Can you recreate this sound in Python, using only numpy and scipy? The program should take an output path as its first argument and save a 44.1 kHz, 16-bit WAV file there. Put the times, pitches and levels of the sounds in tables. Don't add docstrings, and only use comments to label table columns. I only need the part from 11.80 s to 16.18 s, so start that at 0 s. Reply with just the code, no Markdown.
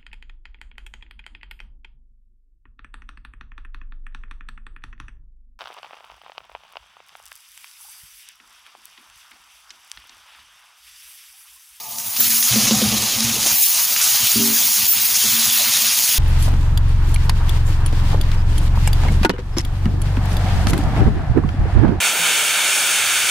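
import sys
import numpy as np
from scipy import signal
from scipy.fft import rfft, irfft, next_fast_len
from scipy.io import wavfile
from scipy.ndimage import uniform_filter1d, map_coordinates

SR = 44100
rng = np.random.default_rng(int(sys.argv[2]) if len(sys.argv) > 2 else 0)


def invert_db(level):
    return 10 ** (np.asarray(level, dtype=float) / 20)


def put_to_file(sound):
    columns = np.atleast_2d(sound).T
    safe = np.clip(columns, -1, 1)
    whole_steps = np.round(safe * 32767)
    wavfile.write(sys.argv[1], SR, whole_steps.astype(np.int16))


N = 193276


def unit(x):
    return x / np.sqrt(np.mean(x ** 2) + 1e-20)


def curves(rows):
    s, *cols = np.transpose(rows)
    return [np.interp(np.arange(N) / SR, s, c) for c in cols]


def wobble(rate):
    knots = rng.standard_normal(int(N * rate / SR) + 4)
    return map_coordinates(knots, [np.arange(N) * rate / SR])


def swell(s, rise, fade):
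    t = np.maximum(np.arange(N) / SR - s, 0)
    return (1 - np.exp(-t / max(rise, 1e-4))) * np.exp(-t / max(fade, 1e-3))


def filtered(x, response):
    m = next_fast_len(N + SR // 2)
    return irfft(rfft(x, m) * response(np.fft.rfftfreq(m, 1 / SR)), m)[..., :N]


def coloured(x, points):
    f, db = np.transpose(points)

    def gain(hz):
        return invert_db(np.interp(np.log(hz + 1), np.log(f), db, left=-120, right=-120))

    return unit(filtered(x, gain))


def patchy(patchy_db):
    z = signal.stft(rng.standard_normal(N + 512), nperseg=256)[2]
    field = uniform_filter1d(rng.standard_normal(z.shape), 5, 0)
    field = uniform_filter1d(field, 12, 1)
    noise = signal.istft(z * invert_db(patchy_db * unit(field)), nperseg=256)[1]
    return unit(noise[:N])


def bursts(rate, spread_db, t60):
    popping = rng.random(N) < rate / SR
    sizes = popping * invert_db(spread_db * np.minimum(rng.exponential(size=N), 3.5))
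    puff = invert_db(-60 * np.arange(SR // 50) / SR / t60)
    return unit(signal.fftconvolve(sizes, puff)[:N] * rng.standard_normal(N))


def ringing(modes):
    t = np.arange(SR) / SR
    waves = np.zeros(SR)
    for k, (hz, db, t60) in enumerate(modes):
        waves += (-1) ** k * invert_db(db - 60 * t / t60) * np.sin(2 * np.pi * hz * t)
    return waves * (1 - np.exp(-t / 0.0026))


# centre in seconds, half length in seconds, loss in dB.
STEADY_HOLDS = [
    (1.801, 0.042, 30),
    (1.84, .012, 20),
    (2.383, 0.016, 22),
    (2.5, .022, 25),
    (3.106, 0.046, 17),
    (4.269, 0.021, 23.5),
]


def steadied():
    t = np.arange(N) / SR
    return invert_db(-sum(db * np.exp(-((t - s) / half) ** 4) for s, half, db in STEADY_HOLDS))


# start in seconds, level in dB.
STOVE_SHAKES = [(0.38, -38.5), (0.72, -22), (0.92, -29), (1.148, -46), (1.4, -35), (1.56, -36), (2.05, -42),
                (2.22, -38.5), (2.62, -34), (2.95, -37), (3.45, -33.5), (3.6, -47), (3.78, -52), (4.0, -47),
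                (4.2, -39.5)]
# frequency in Hz, level in dB per Hz.
HUM_SPECTRUM = [(20, -8), (50, -14), (80, -8.5), (115, 0.5), (160, -9), (228, 0.5), (290, -13.5),
                (400, -22)]
# frequency in Hz, level in dB per Hz.
FLAME_SPECTRUM = [(300, -30), (450, -13), (600, -12.5), (690, 3.5), (780, -7.5), (895, 5), (1000, -5),
                  (1250, -1), (1500, -49.5)]


def burner():
    rise_s, t60_s, idle_db = 0.047, 1.3, -50
    level = invert_db(idle_db) + sum(invert_db(db) * swell(s, rise_s, t60_s / np.log(1000)) for s, db in STOVE_SHAKES)
    hush_db = 19.5 * swell(1.76, rise=0.016, fade=0.18)
    hum = level * invert_db(wobble(10) - hush_db) * coloured(patchy(patchy_db=3.5), HUM_SPECTRUM)
    flame = invert_db(-42.5 + 1.1 * wobble(5)) * coloured(patchy(patchy_db=0.5), FLAME_SPECTRUM)
    return steadied() * hum + flame


# frequency in Hz, level in dB, t60 in seconds.
GRATE_MODES = [(67.7, -13, 0.33), (115.2, -2.5, 0.28), (142.3, -4, 0.11)]
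# start in seconds, level in dB.
PAN_ROCKS = [(0.709, -14.5), (0.733, -20), (0.819, -43), (0.958, -20.5), (1.065, -18.5), (1.182, -26),
             (1.249, -39), (1.288, -37), (1.358, -34), (1.438, -22), (1.501, -30), (1.56, -33),
             (2.559, -23.5), (3.514, -36), (3.748, -47)]


def rocks():
    pan, grate = np.zeros(N + SR), ringing(GRATE_MODES)
    for s, db in PAN_ROCKS:
        pan[round(s * SR):][:SR] += invert_db(db + 1.5) * grate
    return pan[:N]


# start in seconds, rim level in dB, overtones in dB over the rim.
PAN_BUMPS = [(0.389, -32.5, -15), (0.44, -31.5, -32), (0.488, -34.5, -22), (0.559, -45, -23),
             (0.619, -51, -22), (1.369, -29, -32), (1.405, -26, -19), (1.447, -28.5, -25),
             (1.474, -29.5, -25), (1.741, -45, -11.5), (2.558, -17, -14), (2.6, -12.5, -13),
             (3.214, -42, -13.5), (3.451, -34.5, -13.5), (3.53, -34.5, -10), (3.579, -35, -11.5),
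             (3.771, -44, -16), (4.012, -37, -20)]
# frequency in Hz, level in dB, t60 in seconds.
RIM_MODES = [(227.4, 1.5, 0.7)]
# frequency in Hz, level in dB, t60 in seconds.
OVERTONE_MODES = [(275, 4.5, 1), (398.8, 1.5, 0.58), (591, -17, 0.47), (770, -17, .3), (860, -18, 0.27)]
# start in seconds, loss in dB.
RIM_GRIPS = [
    (.69, 13.5),
    (1.52, 13),
    (1.83, 25),
    (2.74, 8),
    (3.1, 8.5),
    (3.68, -1.5),
    (4.08, 8),
]


def bumps():
    grip_s = 0.016
    pan, t = np.zeros(N + SR), np.arange(SR) / SR
    rim, overtones = ringing(RIM_MODES), ringing(OVERTONE_MODES)
    for s, db, overtones_db in PAN_BUMPS:
        loss_db = sum(loss * np.clip((s + t - at) / grip_s, 0, 1) for at, loss in RIM_GRIPS if at > s)
        pan[round(s * SR):][:SR] += invert_db(db + 1.5 - loss_db) * (rim + invert_db(overtones_db) * overtones)
    return pan[:N]


# start in seconds, peak in dB, grate in dB, slap in dB.
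SPATULA_PATS = [(0.39, -32.5, -10, 0), (0.759, -9, -33, -13), (0.91, -5.5, -18.5, -12.5),
                (1.017, -9.5, -30, -13), (1.119, -16, -14, -13), (1.224, -27, -10, -7.5),
                (1.566, -44.5, -7, 10.5), (1.64, -35, -2, -0.5), (1.662, -35, -11, 6),
                (2.557, -23.5, -3, -12.5), (3.442, -24, -16, -13)]
# frequency in Hz, level in dB, t60 in seconds.
THUD_MODES = [(207.3, -3, 0.26), (226.2, -1, 0.17), (293, -28, 0.044)]
# centre in Hz, width in Hz, level in dB.
SLAP_RESONANCES = [(390, 370, 15), (627, 160, 12), (960, 310, -1.5), (1450, 1100, -5), (3560, 2000, 8.5)]


def pats():
    pan, blows, t = np.zeros(N + SR), np.zeros(N), np.arange(SR // 10) / SR
    thud, grate = ringing(THUD_MODES), ringing(GRATE_MODES)
    for s, db, grate_db, slap_db in SPATULA_PATS:
        pan[round(s * SR):][:SR] += invert_db(db + 1.5) * (thud + invert_db(grate_db) * grate)
        flat_blow = invert_db(24) * (t == 0)
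        wet_smack = invert_db(-60 * t / 0.087) * rng.standard_normal(len(t))
        blows[round(s * SR):][:len(t)] += invert_db(db + slap_db + 4.5) * (flat_blow + wet_smack)

    def food(f):
        total = 0
        for k, (centre, width, db) in enumerate(SLAP_RESONANCES):
            loss = 1j * f * width
            total = total + (-1) ** k * invert_db(db) * loss / (centre * centre - f * f + loss)
        return total

    return pan[:N] + filtered(blows, food)


# time in seconds, level in dB.
SCRAPE_LEVEL = [
    (0.7, -37),
    (0.768, -33.5),
    (0.902, -31),
    (1.0, -32),
    (1.216, -38),
    (1.582, -38.5),
    (1.746, -42.5),
    (1.79, -46.5),
]
# frequency in Hz, level in dB per Hz.
CRUST_SPECTRUM = [(250, -3), (330, -1.5), (400, -10), (480, -4), (560, -4), (655, -4.5), (755, 1),
                  (900, -8.5), (1250, -0.5), (1600, -52)]


def scrape():
    first_s, last_s = SCRAPE_LEVEL[0][0], SCRAPE_LEVEL[-1][0]
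    rub_db, = curves([(first_s - 0.02, -90)] + list(SCRAPE_LEVEL) + [(last_s + 0.04, -90)])
    catches = patchy(patchy_db=2.5) + 0.25 * bursts(rate=220, spread_db=3, t60=0.02)
    return invert_db(rub_db + 0.5) * coloured(catches, CRUST_SPECTRUM)


# start in seconds, fade in seconds, level in dB.
BLADE_SCUFFS = [(1.64, 0.067, -23), (1.45, 0.11, -32), (1.93, 0.13, -37), (2.08, 0.049, -34),
                (2.17, 0.21, -32), (2.4, 0.12, -37.5), (2.62, .2, -32.5), (2.85, 0.071, -45),
                (3.1, .1, -43), (3.62, .1, -38), (3.79, 0.085, -27), (4.08, 0.12, -37.5), (4.3, 0.1, -29)]
# frequency in Hz, level in dB per Hz.
METAL_SPECTRUM = [(420, -32.5), (550, -3), (900, -2), (1500, -4.5), (2200, -8), (3000, -4), (4200, -49)]


def scuffs():
    level = sum(invert_db(db) * swell(s, 0.027, fade) for s, fade, db in BLADE_SCUFFS)
    grit = patchy(patchy_db=8.5) + 0.4 * bursts(rate=360, spread_db=2.5, t60=0.005)
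    return level * coloured(grit, METAL_SPECTRUM)


# start in seconds, peak in dB, centre in Hz.
FAT_SPITS = [(0.0648, -24.5, 5810), (0.1589, -12, 4840), (0.185, -7, 5800), (0.1994, -5, 6330),
             (0.3646, -2, 4200), (0.4005, 2, 8900), (0.5807, 5, 6430), (0.6034, 0, 6990),
             (0.627, 10.5, 4530), (0.7374, -3, 6600), (0.8814, 5, 5900), (1.4053, 5.5, 5960),
             (1.8951, -22, 6570), (2.1632, 7, 3000), (2.191, -8, 5650), (2.2217, 1, 6130),
             (2.2424, 7, 6790), (3.6494, -30, 7000), (3.6994, 9, 5210), (3.7936, -25, 6460),
             (3.8474, -15, 5600), (3.9744, -8, 6360), (4.1224, -12, 6000)]


def spits():
    t60_s = 0.011
    out, t = np.zeros(N + SR), np.arange(SR // 10) / SR
    for s, db, hz in FAT_SPITS:
        noise = rng.standard_normal(len(t))
        tuned = unit(signal.lfilter(*signal.iirpeak(hz, 1.3, SR), noise))
        crack = unit(np.diff(noise, 2, prepend=[0, 0]))
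        puff = invert_db(db - 13.0) * tuned + invert_db(-15 + 0.85 * db) * crack
        out[round(s * SR):][:len(t)] += invert_db(-60 * t / t60_s) * puff
    return out[:N]


# time in seconds, frying in dB, fineness of the bubbles in dB.
SIZZLE_COURSE = [(0.0, -26.5, -2.5), (0.17, -25.5, 2), (0.34, -20.5, 2), (0.6, -23, 4), (0.75, -19.5, -1),
                 (0.95, -22, -4), (1.3, -24, -4), (1.56, -24.5, -4.5), (1.7, -20.5, -1.5), (1.82, -21, 6),
                 (2.15, -23, -0.5), (2.37, -19, 0), (2.68, -20.5, 0), (3.1, -23, 1.5), (3.3, -20.5, 0.5),
                 (3.5, -20.5, 0.5), (3.95, -18, -1.5), (4.38, -21, -1.5)]
# time in seconds, frying missing until then in dB.
FOOD_LANDINGS = [
    (0.3636, 6.5),
    (0.3985, 5),
]
# start in seconds, swell in dB, fade in seconds, fineness shift in dB.
FAT_SURGES = [(0.18, 7, .05, -1), (0.2, 1, 0.019, 1.5), (0.3645, 2, 0.017, -3), (0.4, 8.5, 0.017, 4),
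              (0.5, 6.5, .06, -2.5), (0.628, 5.5, 0.072, -4.5), (0.72, 4, 0.027, -7),
              (0.868, 7.5, 0.065, -4.5), (1.42, 7, 0.044, -1.5), (1.6, 3, 0.087, -2.5),
              (1.66, 8.5, 0.042, -2), (1.821, 9, 0.026, 0.5), (1.87, 0, 0.02, -2.5),
              (1.94, 4.5, 0.048, -6.5), (2.21, 8, 0.12, -1), (2.73, 4, 0.29, 0), (2.5, -2, 0.048, 0),
              (2.56, 0.5, .06, 0.5), (2.85, 2, .05, -1), (2.919, -0.5, 0.068, 0.5), (3.08, 3.5, 0.054, 4.5),
              (3.17, -6, 0.046, 1.5), (3.341, 6, 0.099, -3.5), (3.72, 1, 0.048, 3.5), (3.79, 2, 0.017, -4),
              (3.855, -6, .03, 2), (3.91, 2.5, 0.04, -4), (4.14, 2, 0.12, 1.5), (4.25, 1, .06, 0.5),
              (4.35, -2, 0.037, 0.5)]
# frequency in Hz, level in dB per Hz.
COARSE_SPECTRUM = [(300, -28.5), (600, -22), (1000, -15), (1700, -12.5), (2600, -6.5), (4000, -4.5),
                   (5000, -4), (7000, -39)]
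# frequency in Hz, level in dB per Hz.
FRYING_SPECTRUM = [(2500, -72), (4000, -27), (5200, -2), (6700, 1.5), (7250, -5), (7700, -10), (9000, -12)]
# frequency in Hz, level in dB per Hz.
SPRAY_SPECTRUM = [(6500, -12.5), (8000, -11), (9500, -5), (11000, -4.5), (12500, -7), (13800, -22.5),
                  (15000, -29)]
# frequency in Hz, level in dB per Hz.
JETS_SPECTRUM = [(11500, -35.5), (13000, -19.5), (14100, -19), (14700, -10), (15480, -12), (15700, -36)]


def sizzle():
    fry_db, fine_db = curves(SIZZLE_COURSE)
    fry_db = fry_db - sum(db * (np.arange(N) < s * SR) for s, db in FOOD_LANDINGS)
    shapes = np.array([swell(s, 0.0018, fade) for s, _, fade, _ in FAT_SURGES])
    swell_db = np.transpose(FAT_SURGES)[1] @ shapes
    fine_db = fine_db + np.transpose(FAT_SURGES)[3] @ shapes
    surge_db = 0.4 * wobble(17) + 0.94 * wobble(45)
    pops = bursts(rate=640, spread_db=4, t60=0.0063) + 0.58 * bursts(rate=140, spread_db=0.5, t60=0.00056)

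    def layer(colour, db, leans, swells, flutter_db, flutter_rate, pop_db, patchy_db):
        level_db = db + leans * fine_db + swells * swell_db + flutter_db * wobble(flutter_rate)
        return invert_db(level_db) * coloured(patchy(patchy_db) + invert_db(pop_db) * pops, colour)

    coarse = layer(COARSE_SPECTRUM, db=-0.5, leans=-0.14, swells=0.36,
                   flutter_db=0.77, flutter_rate=17, pop_db=-10.5, patchy_db=2.0)
    coarse *= invert_db(0.2 * (fry_db + 21.5))
    frying = layer(FRYING_SPECTRUM, db=0, leans=0, swells=1,
                   flutter_db=0.76, flutter_rate=21, pop_db=-10.5, patchy_db=0.1)
    spray = layer(SPRAY_SPECTRUM, db=0.9, leans=0.63, swells=0.94,
                  flutter_db=0.18, flutter_rate=19, pop_db=-7, patchy_db=1.22)
    jets = layer(JETS_SPECTRUM, db=2, leans=1.4, swells=0.55,
                 flutter_db=1.4, flutter_rate=22, pop_db=-8.5, patchy_db=-0.9)
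    return invert_db(fry_db + surge_db) * (coarse + frying + spray + jets)


def scene():
    pan = steadied() * (pats() + rocks()) + bumps()
    return np.tile(sizzle() + spits() + scrape() + scuffs() + pan + burner(), (2, 1))


# frequency in Hz, level in dB.
AUDIBLE_FLOOR = [(40, -20), (200, -31), (330, -14), (450, -15.5), (580, -14.5), (700, -14.5), (1600, -13.5),
                 (2500, -29)]
# frequency in Hz, level in dB.
NOISE_SWAP = [(5000, -1), (6500, -1), (8000, -2.5), (10000, -3.5), (12000, -2.5), (14000, -1)]


def thrifty(x, luck_db, faint):
    frame, grid = 2048, 70
    shape = dict(window="cosine", nperseg=frame, noverlap=frame // 2)
    lead = frame // 2 - grid
    hz, _, z = signal.stft(np.pad(x, ((0, 0), (lead, 0))), SR, **shape)
    band = np.where(hz < 2500, hz // 86, 30 + hz // 689).astype(int)
    member = band == np.unique(band)[:, None]
    power = member @ np.abs(z[0]) ** 2 / member.sum(1)[:, None] + 1e-20
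    centre = member @ hz / member.sum(1)
    treble = (centre > 4600) & (centre < 14400)
    over_db = 10 * np.log10(power / power[centre > 4600].mean(0))
    lasting_db = uniform_filter1d(over_db, size=3, axis=1)
    floor_db = np.interp(centre, *np.transpose(AUDIBLE_FLOOR))[:, None]
    dropped = (lasting_db < floor_db) & (centre < 2500)[:, None]
    swap_db = np.interp(centre, *np.transpose(NOISE_SWAP))[:, None]
    swapped = treble[:, None] & (over_db + luck_db * rng.standard_normal(power.shape) < swap_db)
    z = z * (np.abs(z) ** 2 > faint * (member.T @ power))
    noise = signal.stft(rng.standard_normal((2, N + lead)), SR, **shape)[2]
    noise *= member.T @ np.sqrt(power) / np.sqrt(np.mean(np.abs(noise) ** 2))
    z = np.where(member.T @ swapped, noise, z) * ~(member.T @ dropped)
    return signal.istft(z, SR, **shape)[1][:, lead:lead + N]


def roll_off(x):
    return signal.sosfilt(signal.butter(12, 16870, fs=SR, output="sos"), x)


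def record(dry):
    loud_db = 10 * np.log10(np.abs(uniform_filter1d(dry[0] ** 2, size=1800)) + 1e-12)
    even = dry * invert_db(-0.45 * np.maximum(loud_db + 18, 0))
    rounded = even / (1 + np.abs(even / 0.74) ** 4) ** (1 / 4)
    mix = filtered(rounded, lambda hz: hz < 15560)
    mix = thrifty(mix, luck_db=2.0, faint=0.49)
    return roll_off(mix)


dry = scene()
out = record(dry)
put_to_file(out)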